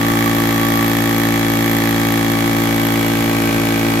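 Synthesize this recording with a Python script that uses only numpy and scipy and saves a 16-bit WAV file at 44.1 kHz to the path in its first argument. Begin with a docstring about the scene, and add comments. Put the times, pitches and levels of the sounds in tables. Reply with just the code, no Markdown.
"""A small high-pressure piston compressor is already running in a hard room. Every turn of its shaft
gives a low throb, a metallic valve knock and a spit of air, while steady side tones hum and buzz along
and faint bubbles break in a tub of cooling water. After about two seconds the microphone drifts over
the tub: there is a short low rumble, and the hum and the ringing metal change colour. By the end the
machine has slowed a little as the load builds."""
import sys
import numpy as np
from scipy import signal
from scipy.fft import rfft, irfft
from scipy.io import wavfile
from scipy.ndimage import uniform_filter1d

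SR = 44100
rng = np.random.default_rng(int(sys.argv[2]) if len(sys.argv) > 2 else 0)


def transcribe(u):
    """Save the signal u as a 16-bit wav file named by the first command-line argument.

    u: samples, shape (n,) or (channels, n), limited to [-1, 1]; the rate is SR.
    q: integer samples, one column per channel.
    """
    v = np.clip(np.atleast_2d(u).T, -1, 1)
    q = np.round(v * 32767).astype(np.int16)
    wavfile.write(sys.argv[1], SR, q)


N = 176400  # 4 seconds

# How fast the shaft spins. Each row: time in seconds, turns per second.
SHAFT_SPEED = [(0, 56.596), (.7, 56.435), (2, 56.313), (3, 56.21), (4, 56.016)]
START_TURNS_PER_S = SHAFT_SPEED[0][1]


def amp(db):
    """Turns decibels into a number to multiply by."""
    return 10 ** (np.asarray(db) / 20)


def unit(x):
    """Scales a signal to an average (rms) level of 1."""
    return x / np.sqrt(np.mean(x ** 2) + 1e-20)


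def over_time(table, column=1):
    """Joins a table's points in time, giving a value for every sample."""
    rows = np.array(table, float)
    return np.interp(np.arange(N) / SR, rows[:, 0], rows[:, column])


def over_pitch(table, hz):
    """Joins a table's points in pitch, giving a value for every frequency."""
    table_hz, value = np.transpose(table)
    return np.interp(np.log(hz + 1), np.log(table_hz + 1), value)


def at_microphone(*db):
    """Strength at the moving microphone, from levels at evenly spaced places on its path."""
    # Each row: time in seconds, position from 0 (first place) to 1 (last place).
    path = [(0, 0), (1.0, 0), (1.5, 0), (2.2, 0.000071), (3.0, 0.43), (3.5, 1), (4, 0.78)]
    return amp(np.interp(over_time(path), np.linspace(0, 1, len(db)), db))


def panned(db):
    """Makes the left side db louder than the right, keeping the total power."""
    return unit(amp(np.array([[.5], [-.5]]) * db))


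def drift(rate_hz):
    """A smooth random wander, mostly slower than rate_hz."""
    hz = np.fft.rfftfreq(N, 1 / SR)
    spectrum = rfft(rng.standard_normal(N)) / (1 + (hz / rate_hz) ** 6)
    return unit(irfft(spectrum * (hz > 0), N))


def noise(gain):
    """Stereo noise shaped by gain(hz), most alike in both ears in the bass."""
    # Each row: frequency in Hz, likeness of left and right from 0 to 1.
    likeness = [(50, 0.5), (300, 1), (700, 0), (1200, 0), (3000, 0.14), (16000, 0.12)]
    hz = np.fft.rfftfreq(N, 1 / SR)
    left, other = rfft(rng.standard_normal((2, N)))
    same = over_pitch(likeness, hz)
    right = same * left + np.sqrt(1 - same ** 2) * other
    return unit(irfft(np.array([left, right]) * gain(hz), N))


def coloured_noise(table):
    """Noise whose lows and highs follow a table."""
    return noise(lambda hz: amp(over_pitch(table, hz)))


def narrow_noise(centre_hz, width_hz):
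    """Noise around one pitch, heard as a wavering tone."""
    return noise(lambda hz: 1 / (1 + ((hz - centre_hz) / width_hz) ** 2))


def stroke_gain(turns, spread_db=1):
    """A slightly different strength for each turn, changing between knocks."""
    stroke = np.floor(turns + .5).astype(int) + 2
    return amp(spread_db * rng.standard_normal(N // 100)[stroke])


def burst(turns, decay_s=.0024):
    """A level that jumps at each knock and dies away quickly."""
    since_knock_s = (turns % 1) / START_TURNS_PER_S
    return unit(np.exp(-since_knock_s / decay_s) * stroke_gain(turns))


def room_wash():
    """Machine noise fills the room with a steady wash."""
    # Each row: frequency in Hz, relative level in dB.
    colour = [(20, -28), (60, -11), (110, -5.5), (220, -0.5), (400, -5), (700, -9), (1000, -11.5),
              (1400, -3), (2100, -1.5), (2800, -5), (3500, -4), (4700, -9), (7000, -11), (8700, -16),
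              (10500, -13.5), (12200, -12), (13500, -12), (15800, -21.5)]
    return amp(-27.5) * coloured_noise(colour)


def bubbles(per_second=9, middle_hz=1150, decay_cycles=7):
    """Small bubbles ring briefly, rising in pitch, far quieter than the machine."""
    t, out = np.arange(0, .06, 1 / SR), np.zeros(N)
    pitches = middle_hz * 2 ** np.linspace(-1, 1, num=12)
    for hz in pitches:
        ring = np.sin(2 * np.pi * hz * t * (1 + 3 * t)) * np.exp(-t * hz / decay_cycles)
        starts = rng.random(N) < per_second / len(pitches) / SR
        out += signal.oaconvolve(starts * rng.random(N), ring)[:N]
    return amp(-40) * out


def rumble():
    """A short low rumble as the microphone swings round."""
    # In order: peak time and fade time in seconds, pitch and width in Hz, level in dB.
    peak_s, fade_s, hz, width_hz, db = (2.5, 0.03, 180, 36, -32)
    swell = np.exp(-((np.arange(N) / SR - peak_s) / fade_s) ** 2)
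    return amp(db) * swell * narrow_noise(hz, width_hz)


def steady_tones():
    """Steady side tones: a low electrical hum, a fan-like tone, faint buzzes and a singing fitting."""
    # Each row: pitch in Hz, width in Hz, level in dB at the first place and at the last.
    side_tones = [(124.2, 1.3, -53.5, -35), (183, 3.3, -48, -44), (217, 5.8, -49, -41),
                  (232, 2.3, -54, -44), (344, 1, -41, -31), (357, 7.6, -41, -46.5), (589, 20, -42, -35.5)]
    # Each row: time in seconds, level of the loose fitting in dB.
    fitting = [(0, -26.5), (.3, -26), (.5, -29.5), (.8, -27.5), (1.3, -35), (2.6, -35), (4, -40)]
    tones = sum(at_microphone(*db) * narrow_noise(hz, width) for hz, width, *db in side_tones)
    return tones + amp(over_time(fitting)) * narrow_noise(centre_hz=1138, width_hz=16.4)


def casing_hum(turns, side_delay_s=.00019):
    """The casing hums at multiples of the shaft speed: low tones throb, high ones bunch at the knock."""
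    # Each row: cycles per turn, level in dB at the first place and at the last, left minus right in dB.
    tones = [(1, -36.9, -36.4, -1), (2, -24.7, -25.8, 1), (3, -26.7, -27.7, 7), (4, -23.9, -24.5, -3),
             (5, -20.4, -20.9, 2), (6, -25.3, -24.7, -2), (7, -36.0, -36.5, 3), (8, -36.7, -31.7, -5),
             (9, -34.1, -33.9, 0), (10, -35.8, -37.7, -5), (11, -35.6, -33.9, -5), (12, -43.3, -38.7, -6),
             (13, -37.7, -39.2, 2), (14, -31.4, -33.3, 12), (15, -34.7, -36.0, 1), (16, -38.9, -38.6, -4),
             (17, -44.2, -47.0, -4), (18, -40.9, -39.8, -6), (19, -41.8, -42.6, -8), (20, -35.4, -35.4, -3),
             (21, -39.1, -44.1, -2), (22, -38.4, -40.8, -1), (23, -38.0, -36.8, -1), (24, -43.4, -47.4, 9)]
    out = np.zeros((2, N))
    heard = turns + np.array([[.5], [-.5]]) * side_delay_s * START_TURNS_PER_S  # left hears it first
    for cycles, first_db, last_db, pan_db in tones:
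        scatter = .9 * rng.standard_normal() + .4 * rng.uniform(-.98, 1, (2, 1))  # radians
        if cycles <= 6:
            smear = 1.41 * (cycles - 4) ** 2  # spreads the throb through the whole turn
            angle = 2 * np.pi * cycles * (heard + .36) - smear
        else:
            angle = 2 * np.pi * cycles * heard + scatter
        out += at_microphone(first_db, last_db) * panned(pan_db) * np.sqrt(2) * np.sin(angle)
    return out


def air_hiss(turns, peak_turn=.12, rise_turns=.45, fall_turns=.36):
    """Escaping air hisses louder each time the piston squeezes."""
    # Each row: frequency in Hz, relative level in dB.
    colour = [(1500, 13), (3500, -15), (5000, -3), (6400, 0.5), (7800, 3.5), (8800, -6), (10000, 3),
              (11700, 3), (13200, 2.5), (15800, -18.5)]
    past_peak = (turns - peak_turn) % 1
    swell = np.maximum(np.exp(-past_peak / fall_turns), np.exp((past_peak - 1) / rise_turns))
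    return amp(-30) * unit(swell * stroke_gain(turns)) * coloured_noise(colour)


def valve_whistle(turns, peak_turn=.12, open_turns=.15, width_hz=710):
    """The valve gives a high, breathy whistle that swells each time it opens."""
    # Each row: time in seconds, pitch in Hz, level in dB.
    whistle = [(0, 12230, -33.5), (.4, 12270, -29), (1.1, 12160, -30), (1.45, 12640, -34),
               (1.65, 12280, -29), (2.3, 12260, -35), (2.9, 12300, -31), (3.5, 12150, -34), (4, 12150, -39)]
    from_peak = (turns - peak_turn + .02 * drift(rate_hz=17) + .5) % 1 - .5
    opening = np.exp(-(from_peak / open_turns) ** 2) + .22  # never quite silent
    pulse = unit(opening * stroke_gain(turns, spread_db=1.2))
    hz = np.fft.fftfreq(N, 1 / SR)
    real, imaginary = rng.standard_normal((2, 2, N))
    fuzz = np.fft.ifft((real + 1j * imaginary) / (1 + (2 * hz / width_hz) ** 2))
    angle = 2 * np.pi * np.cumsum(over_time(whistle)) / SR
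    tone = unit((fuzz * np.exp(1j * angle)).real)  # lifts the low noise up to the whistle's pitch
    return amp(over_time(whistle, column=2)) * pulse * tone * panned(1.5)


def valve_rattle(turns):
    """The valve gear rattles afresh on every turn."""
    # Each row: frequency in Hz, relative level in dB.
    colour = [(20, -60), (400, -36), (900, -18), (1400, -11), (1800, 2.5), (2300, 3.5), (2800, -4),
              (3400, -5), (4700, -9), (6400, -10), (8700, -15.5), (11000, -12), (16000, -15)]
    return amp(-33) * burst(turns) * coloured_noise(colour)


def one_knock(room_db=-16, room_decay_s=.032):
    """One knock is a few quick blows and the room's short echo."""
    # Each row: delay in seconds, relative level in dB, decay time in seconds.
    blows = [(0, -6.5, 0.00069), (.0013, 6, 0.00037), (.0034, -4, 0.0014)]
    t = np.arange(8192) / SR
    shape = sum((t >= at) * amp(db) * np.exp(-np.maximum(t - at, 0) / decay) for at, db, decay in blows)
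    shape += amp(room_db) * np.exp(-t / room_decay_s)
    spectrum = rfft(shape * rng.standard_normal((2, len(t))))
    smooth_power = uniform_filter1d(abs(spectrum) ** 2, size=40, axis=1)
    return irfft(spectrum / np.sqrt(smooth_power))  # evens out lows and highs


def ringing_metal(turns, clicks, chatter_share=.06):
    """Each knock and a little chatter set the metal ringing, low notes slightly later than high ones."""
    # Each row: pitch in Hz, width in Hz, level in dB at the first, middle and last place,
    # left minus right in dB.
    notes = [(1546, 35, -37, -31, -31, 18), (1766, 90, -30, -45, -49, -5),
             (2010, 97, -46.5, -35.5, -43, -5), (2255, 53, -35, -34.5, -34, 1),
             (2476, 51, -61, -44, -32, -8), (2870, 60, -59, -39, -41, -6),
             (3339, 54, -36.5, -37, -40.5, -12), (3870, 60, -44.5, -62, -51, 1),
             (4240, 110, -47, -46, -43.5, 4), (6530, 240, -41, -46, -49, 17)]
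    chatter = unit(burst(turns) * rng.standard_normal((2, N)))
    drive = np.sqrt(1 - chatter_share) * unit(clicks) + np.sqrt(chatter_share) * chatter
    lag_cycles = np.array([1.5, 1.72])  # left, right
    out = np.zeros((2, N))
    for k, (hz, width_hz, *levels_db, pan_db) in enumerate(notes):
        ring = signal.lfilter(*signal.iirpeak(hz, Q=hz / width_hz, fs=SR), drive)
        ring = signal.lfilter(*signal.iirpeak(hz, Q=2, fs=SR), ring)  # trims sound far from the note
        lags = np.round(lag_cycles / hz * SR).astype(int)
        ring = np.array([unit(np.roll(side, lag)) for side, lag in zip(ring, lags)])
        out += (-1) ** k * at_microphone(*levels_db) * panned(pan_db) * ring
    return out


def valve_knocks(turns, jitter_s=.00004, spread_db=.6, low_cut_hz=1300):
    """The valve knocks once a turn, nearly even in time and force, and the metal rings."""
    # Each row: frequency in Hz, relative level in dB.
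    colour = [(1300, -13), (1500, -5), (1800, 1), (2300, -0.5), (2800, -10), (3400, -14.5), (4600, -14),
              (7000, -24.5), (12000, -33)]
    on_time = np.interp(np.arange(np.ceil(turns[0]), turns[-1]), turns, np.arange(N))
    late, force = rng.standard_normal((len(on_time), 2)).T
    starts = np.round(on_time + late * jitter_s * SR).astype(int)
    clicks = np.zeros(N)
    clicks[np.clip(starts, 0, N - 1)] = amp(spread_db * force)
    knocks = unit(signal.oaconvolve(clicks[None], one_knock(), axes=1)[:, :N])
    hz = np.fft.rfftfreq(N, 1 / SR)
    low_cut = 1 / (1 + (low_cut_hz / (hz + 1)) ** 8)
    clack = unit(irfft(rfft(knocks) * amp(over_pitch(colour, hz)) * low_cut, N))
    ring = irfft(rfft(ringing_metal(turns, clicks)) * low_cut, N)
    return amp(-29) * clack + ring


def scene(first_knock_s=.01233):
    """One shaft sets the machine's beat; the side tones, room and water sound alongside."""
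    turns = np.cumsum(over_time(SHAFT_SPEED)) / SR - first_knock_s * START_TURNS_PER_S
    turns = turns + .002 * drift(rate_hz=1.9) + .0021 * drift(rate_hz=16)  # slow wobble, quick shake
    wash = room_wash()
    metal = casing_hum(turns) + valve_knocks(turns) + valve_rattle(turns)
    air = air_hiss(turns) + valve_whistle(turns)
    return metal + air + steady_tones() + rumble() + wash + bubbles()


def record(dry, top_hz=15850):
    """Cuts away the very highest treble."""
    low_pass = signal.firwin(511, top_hz, window=("kaiser", 9), fs=SR)
    return signal.oaconvolve(dry, low_pass[None], "same")


dry = scene()
out = record(dry)
transcribe(out)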